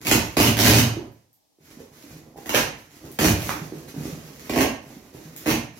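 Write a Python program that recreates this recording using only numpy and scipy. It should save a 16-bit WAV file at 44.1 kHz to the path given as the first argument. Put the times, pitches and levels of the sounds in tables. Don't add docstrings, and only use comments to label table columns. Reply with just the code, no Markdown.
import sys
import numpy as np
from scipy import signal
from scipy.fft import rfft, irfft, next_fast_len
from scipy.io import wavfile
from scipy.ndimage import uniform_filter1d

SR = 44100
rng = np.random.default_rng(int(sys.argv[2]) if len(sys.argv) > 2 else 0)


def write(x):
    x = np.atleast_2d(x).T
    wavfile.write(sys.argv[1], SR, np.round(np.clip(x, -1, 1) * 32767).astype(np.int16))

N = 255339
T = np.arange(N) / SR

# f/Hz, width/Hz, level/dB
STRIP_RESONANCES = [(231.1, 14, 0), (306.4, 14.4, 2.5), (380.3, 41, -3), (423.3, 39, -2), (554, 160, -1),
                    (660, 85, -0.5), (748, 81, -5), (1083, 120, -10)]
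BOX_RESONANCES = [(54, 12, -4.5), (78, 8.6, -9.5), (106, 13, -2), (157.3, 63, 1), (175.6, 20, -1)]
# t/s, build/s, hold/s, first bite/dB re full force, crackle/dB, rattle/dB, boom/dB,
# tab rate/Hz, crackle tilt/(dB/octave), rasp/Hz, note of the held flap/Hz, flap level/dB
STRIP_PULLS = [(0.048, 0.051, .052, -2.5, -23.5, -25.5, -24, 124, 3.5, 2750, 158, 2.5),
               (.369, 0.037, 0.064, -4, -18, -20, -23.5, 108, 1.5, 2850, 245, 8.5),
               (0.563, 0.092, .12, -2.5, -16.5, -20.5, -19, 108, 1.54, 4000, 241.6, 7.5),
               (2.493, 0.044, 0.036, -50, -15.5, -22.5, -28, 149, 0.4, 1570, 528, -3),
               (3.188, 0.058, 0.031, -8, -16, -18.5, -16, 95, 2.2, 1650, 165, 2.5),
               (3.371, .11, 0.026, -2.5, -30, -34.5, -41.5, 120, 3, 1440, 267, -3),
               (4.492, 0.065, 0.066, -20, -22.5, -18.5, -33.5, 76, 0, 2090, 296, 6.5),
               (5.455, 0.015, 0.039, -16.5, -19.5, -21, -25.5, 130, 0.75, 2130, 644, 4)]
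def pull(start_s, build_s, hold_s, bite_db, crackle_db, rattle_db, boom_db,
         tab_hz, tilt_db, rasp_hz, flap_hz, flap_db, flap_width_hz=52, box_swell_s=.024):
    drive = effort(start_s, build_s, hold_s, bite_db)
    breaks = pulse_train(tab_hz, jitter=.15, scatter_db=3)
    shedding = unit(bursts(breaks, decay_s=.0016) + .14)
    fibres = shedding * clicks(per_s=9000, spread_db=3)
    force = unit(breaks + .5 * fibres)
    crackle = through(undb(crackle_db) * drive ** 1.11 * fibres, paper_colour(tilt_db))
    rasp = signal.lfilter(*signal.iirpeak(rasp_hz, Q=3.5, fs=SR), crackle)
    held_strip = ring(sorted(STRIP_RESONANCES + [(flap_hz, flap_width_hz, flap_db)]))
    rattle = through(undb(rattle_db) * drive * force, held_strip)
    inertia = np.exp(-1 / (box_swell_s * SR))
    swell = signal.lfilter([1 - inertia], [1, -inertia], drive)
    boom = through(undb(boom_db) * swell * force, ring(BOX_RESONANCES))
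    return np.array([.83 * crackle + .5 * rasp, rattle, boom])


def effort(start_s, build_s, hold_s, bite_db, attack_s=.0012, release_db_per_s=330):
    age = np.maximum(T - start_s, 0)
    build_db = bite_db * np.clip(1 - age / build_s, 0, 1)
    release_db = release_db_per_s * np.maximum(age - build_s - hold_s, 0)
    return (1 - np.exp(-age / attack_s)) * undb(np.maximum(build_db - release_db, -150))


# f/Hz, level/dB
FIBRE_EQ = [(400, -24), (900, 2), (1300, -4.5), (1620, -2), (2400, -1), (2850, 0), (3500, -8.5),
            (4600, -6.5), (6500, -6), (7700, -14.5), (8800, -15), (12000, -10), (16000, -17)]
def paper_colour(db_per_octave):
    return colour([(hz, db + db_per_octave * np.log2(hz / 3000)) for hz, db in FIBRE_EQ])


# t/s, crack/dB, jolt to the strip/dB
TAB_SNAPS = [(.068, 9.5, -12), (.112, 17, 13.5), (.149, 7, 7), (0.368, 11.5, 14.5), (.4, 12, 12),
             (0.421, -24, -4), (.675, 9.5, -7), (.784, 13.5, 4), (0.847, 1, -1.5), (2.458, -9, -7.5),
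             (2.492, 6, -2), (2.546, 11.5, 5), (3.188, 8.5, 8), (3.217, 2.5, 8), (3.243, 8.5, 14),
             (4.495, 0.5, 6.5), (4.565, -2, 11.5), (4.606, 9, 1), (5.459, -3.5, 5)]
def snaps(box_share_db=-8.5):
    hits = np.zeros((2, N))
    for s, *db in TAB_SNAPS:
        hits[:, int(s * SR)] = undb(db)
    fractures, jolts = hits
    crack = bursts(fractures, decay_s=.0031) * rng.standard_normal(N)
    return np.array([through(crack, paper_colour(db_per_octave=.33)),
                     through(jolts, ring(STRIP_RESONANCES)),
                     undb(box_share_db) * through(jolts, ring(BOX_RESONANCES))])


# t/s, level/dB, f/Hz
CARD_KNOCKS = [(.969, 2, 334), (1.586, -27.5, 356), (1.771, -12, 260), (1.803, -12, 440),
               (2.04, -13.5, 286), (2.544, 11, 543), (3.044, -13.5, 298), (3.722, -1.5, 348),
               (3.964, -2.5, 271), (4.305, -11, 284), (4.567, 7, 283.3), (4.932, -15, 277),
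               (4.967, -10, 230), (5.484, 8.5, 350)]
# t/s, level/dB
ARM_BUMPS = [(1.602, -28), (2.126, -11), (3.615, 0), (3.745, -9.5), (3.975, 3), (4.123, 1.5), (5.254, -8)]
# f/Hz, width/Hz, level/dB
WALL_NOTE = [(155, 9.5, 0)]
def knocks(patch_q=5.1, size=11025):
    patches = [(s, db, [(hz, hz / patch_q, 0)]) for s, db, hz in CARD_KNOCKS]
    bumps = [(s, db, WALL_NOTE) for s, db in ARM_BUMPS]
    slap = (3.493, 5.5, [(1160, 1400, 0)])
    out = np.zeros(N + size)
    for s, db, modes in patches + bumps + [slap]:
        start = int(s * SR)
        out[start:start + size] += undb(db) * ring(modes, size)
    return out[:N]


# t/s, length/s, hiss/dB, rumble/dB
BRUSH_STROKES = [(0.004, .37, -41, -42), (0.783, 0.31, -55, -36), (1.12, 0.12, -64.5, -63.5),
                 (1.596, 0.23, -52.5, -55), (1.76, 0.16, -57, -51), (1.912, 0.29, -50, -51),
                 (2.087, 0.31, -60, -49.5), (2.36, 0.11, -48.5, -43), (2.727, 0.15, -52, -50),
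                 (2.876, 0.86, -50.5, -51), (3.01, 0.092, -86, -40.5), (3.517, 0.21, -49, -44),
                 (3.717, 0.17, -48.5, -42.5), (3.875, 0.032, -40, -41.5), (3.934, 0.27, -42, -37),
                 (4.182, 0.21, -46.5, -44), (4.381, 0.38, -44, -43), (4.804, 0.34, -51.5, -47),
                 (5.123, 0.26, -48.5, -44.5), (5.353, 0.29, -42.5, -42.5), (5.71, 0.24, -51, -50)]
# f/Hz, level/dB
HISS_EQ = [(400, -23.5), (1000, -2), (2300, 1), (3500, -4), (5800, -0.5), (6800, -1.5), (8300, -10.5),
           (12000, -3), (16000, -11)]
RUMBLE_EQ = [(25, -26), (52, -6.5), (110, -1.5), (155, 0), (195, -7), (245, 0.5), (305, 1.5), (370, -2.5),
             (450, -7), (650, -10.5), (1100, -18.5), (2500, -51)]
def rubbing():
    hiss, rumble = sum(np.outer(undb(db), stroke(s, length_s)) for s, length_s, *db in BRUSH_STROKES)
    pressure = undb(2 * unit(uniform_filter1d(rng.standard_normal(N), size=900)))
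    grain = unit(pressure * (rng.standard_normal(N) + .5 * clicks(per_s=600, spread_db=8.5)))
    catches = unit(pressure * (clicks(per_s=350, spread_db=1.5) + .7 * rng.standard_normal(N)))
    return through(hiss * grain, colour(HISS_EQ)), through(rumble * catches, colour(RUMBLE_EQ))


def stroke(start_s, length_s):
    progress = np.clip((T - start_s) / length_s, 0, 1)
    speed = np.sin(np.pi * progress ** .64)
    return np.abs(speed) ** .57


# t/s, level/dB
FIBRE_TICKS = [(1.118, -30), (1.33, -32.5), (2.371, -25), (2.468, -10), (3.116, -13), (5.363, -4.5),
               (5.377, -17)]
def ticks():
    s, db = np.transpose(FIBRE_TICKS)
    flicks = np.bincount((s * SR).astype(int), undb(db), N)
    spits = bursts(flicks, decay_s=.00084) * rng.standard_normal(N)
    return through(spits, paper_colour(db_per_octave=8))


# t/s, level/dB
CREAK_FADER = [(2.345, -42), (2.354, -40), (2.40, -44), (2.45, -58)]
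def creak():
    slips = pulse_train(per_s=140, jitter=1, scatter_db=-2)
    db = np.interp(T, *np.transpose(CREAK_FADER), left=-150, right=-150)
    fader = uniform_filter1d(undb(db), size=220)
    return through(fader * slips, ring([(413, 180, 7), (797, 68, 4.5)]))


# f/Hz, t60/s, wet over dry/dB, stereo width/(0-1)
ROOM_REVERB = [(60, 0.43, -4, 0.15), (150, 0.59, -4, 0.07), (278, 0.33, 0.5, 0), (724, 0.45, 2.5, 0.8),
               (2030, 0.45, 4.5, .95), (5240, 0.38, 7.5, .95), (15400, 0.23, 1, 0.5)]
def room_response(size=32768):
    t, hz = T[:size], np.fft.rfftfreq(size, 1 / SR)
    noise = rfft(rng.standard_normal((2, size)))
    build_up = 1 - np.exp(-np.maximum(t - .003, 0) / .0015)
    tails = 0
    for centre in 2 ** np.arange(5, 14.5, .5):
        t60, db, width = on_log_axis(centre, ROOM_REVERB)
        band = np.abs(np.log2(np.maximum(hz, 1) / centre)) < 1 / 4
        mid, side = irfft(noise * band, size) * build_up * np.exp(-np.log(1000) * t / t60)
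        mid *= np.sqrt(1 - width / 2) / np.linalg.norm(mid)
        side *= np.sqrt(width / 2) / np.linalg.norm(side)
        tails += undb(db) * np.sqrt(band.mean()) * np.array([mid + side, mid - side])
    return tails


def room(x, patterns=7, crossfade_s=.025):
    place = T / crossfade_s
    wet = 0
    for k in range(patterns):
        distance = np.abs((place - k + patterns / 2) % patterns - patterns / 2)
        send = x * np.cos(np.pi / 2 * np.minimum(distance, 1))
        wet += signal.oaconvolve(send[None], room_response(), axes=1)[:, :N]
    return wet


# f/Hz, level/dB
BACKGROUND_EQ = [(25, -3), (60, -6), (190, -5), (300, 4.5), (370, -6.5), (800, -1), (1400, -17.5),
                 (5500, -9), (8500, -14.5), (12000, -13.5), (16000, -17)]
def background(level_db=-69):
    bed = [through(noise, colour(BACKGROUND_EQ)) for noise in rng.standard_normal((2, N))]
    return undb(level_db) * np.array(bed)


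def clicks(per_s, spread_db):
    size = undb(spread_db * np.minimum(rng.standard_exponential(N), 4))
    return unit((rng.random(N) < per_s / SR) * size * rng.standard_normal(N))


def pulse_train(per_s, jitter, scatter_db, count=1400):
    timing, strength = rng.standard_normal((count, 2)).T
    at = (np.cumsum(np.exp(jitter * timing)) / per_s * SR).astype(int)
    pulses = np.zeros(N)
    pulses[at[at < N]] = undb(scatter_db * strength[at < N])
    return unit(pulses)


def bursts(pulses, decay_s, size=1024):
    fade = np.exp(-2 * T[:size] / decay_s) * (1 - np.exp(-3 * T[:size] / decay_s)) ** 2
    return np.sqrt(np.maximum(through(pulses ** 2, fade / fade.sum()), 0))


def ring(modes, size=11025):
    t = T[:size]
    response = 0
    for k, (hz, width, db) in enumerate(modes):
        decay = undb(db) * np.sqrt(width) * np.exp(-np.pi * width * t)
        response += (-1) ** k * decay * np.sin(2 * np.pi * hz * t)
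    low_cut = signal.butter(2, .62 * modes[0][0], "high", fs=SR, output="sos")
    response = signal.sosfilt(low_cut, response)
    return response / np.linalg.norm(response)


def colour(eq, size=2048):
    db = on_log_axis(np.fft.rfftfreq(size, 1 / SR), eq)[0]
    cepstrum = irfft(np.log(undb(db)))
    cepstrum[1:size // 2] *= 2
    cepstrum[size // 2 + 1:] = 0
    response = irfft(np.exp(rfft(cepstrum)))
    return response / np.linalg.norm(response)


def on_log_axis(hz, rows):
    f, *columns = np.transpose(rows)
    return [np.interp(np.log(np.maximum(hz, 1)), np.log(f), c) for c in columns]


def through(x, response):
    return signal.oaconvolve(x, response)[:N]


def undb(db):
    return 10 ** (np.asarray(db) / 20)


def unit(x):
    return x / np.sqrt(np.mean(x ** 2))


# f/Hz, left minus right/dB
STEREO_BALANCE = [(130, -1.4), (280, -3.5), (1000, -5), (4500, -3.5), (8000, -2.5), (14000, -1)]
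def scene(right_lag_s=.00053):
    fibres, strip, box = sum(pull(*row) for row in STRIP_PULLS) + snaps()
    hiss, rumble = rubbing()
    paper = fibres + hiss + ticks()
    body = strip + box + rumble + knocks() + creak()
    direct = np.array([paper + body, np.interp(T - right_lag_s, T, paper) + body])
    mix = direct + room(paper + body)
    size = next_fast_len(N)
    hz = np.fft.rfftfreq(size, 1 / SR)
    balance = undb(np.outer([.5, -.5], on_log_axis(hz, STEREO_BALANCE)[0]))
    wet_db = on_log_axis(hz, ROOM_REVERB)[1]
    tone = balance / np.sqrt(1 + undb(wet_db) ** 2)
    return irfft(rfft(mix, size) * tone, size)[:, :N] + background()


def record(dry, bottom_hz=42, top_hz=15900):
    low_cut = signal.butter(4, bottom_hz, "high", fs=SR, output="sos")
    high_cut = signal.ellip(10, .2, 70, top_hz, fs=SR, output="sos")
    return signal.sosfilt(high_cut, np.tanh(signal.sosfilt(low_cut, dry)))


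dry = scene()
out = record(dry)
write(out)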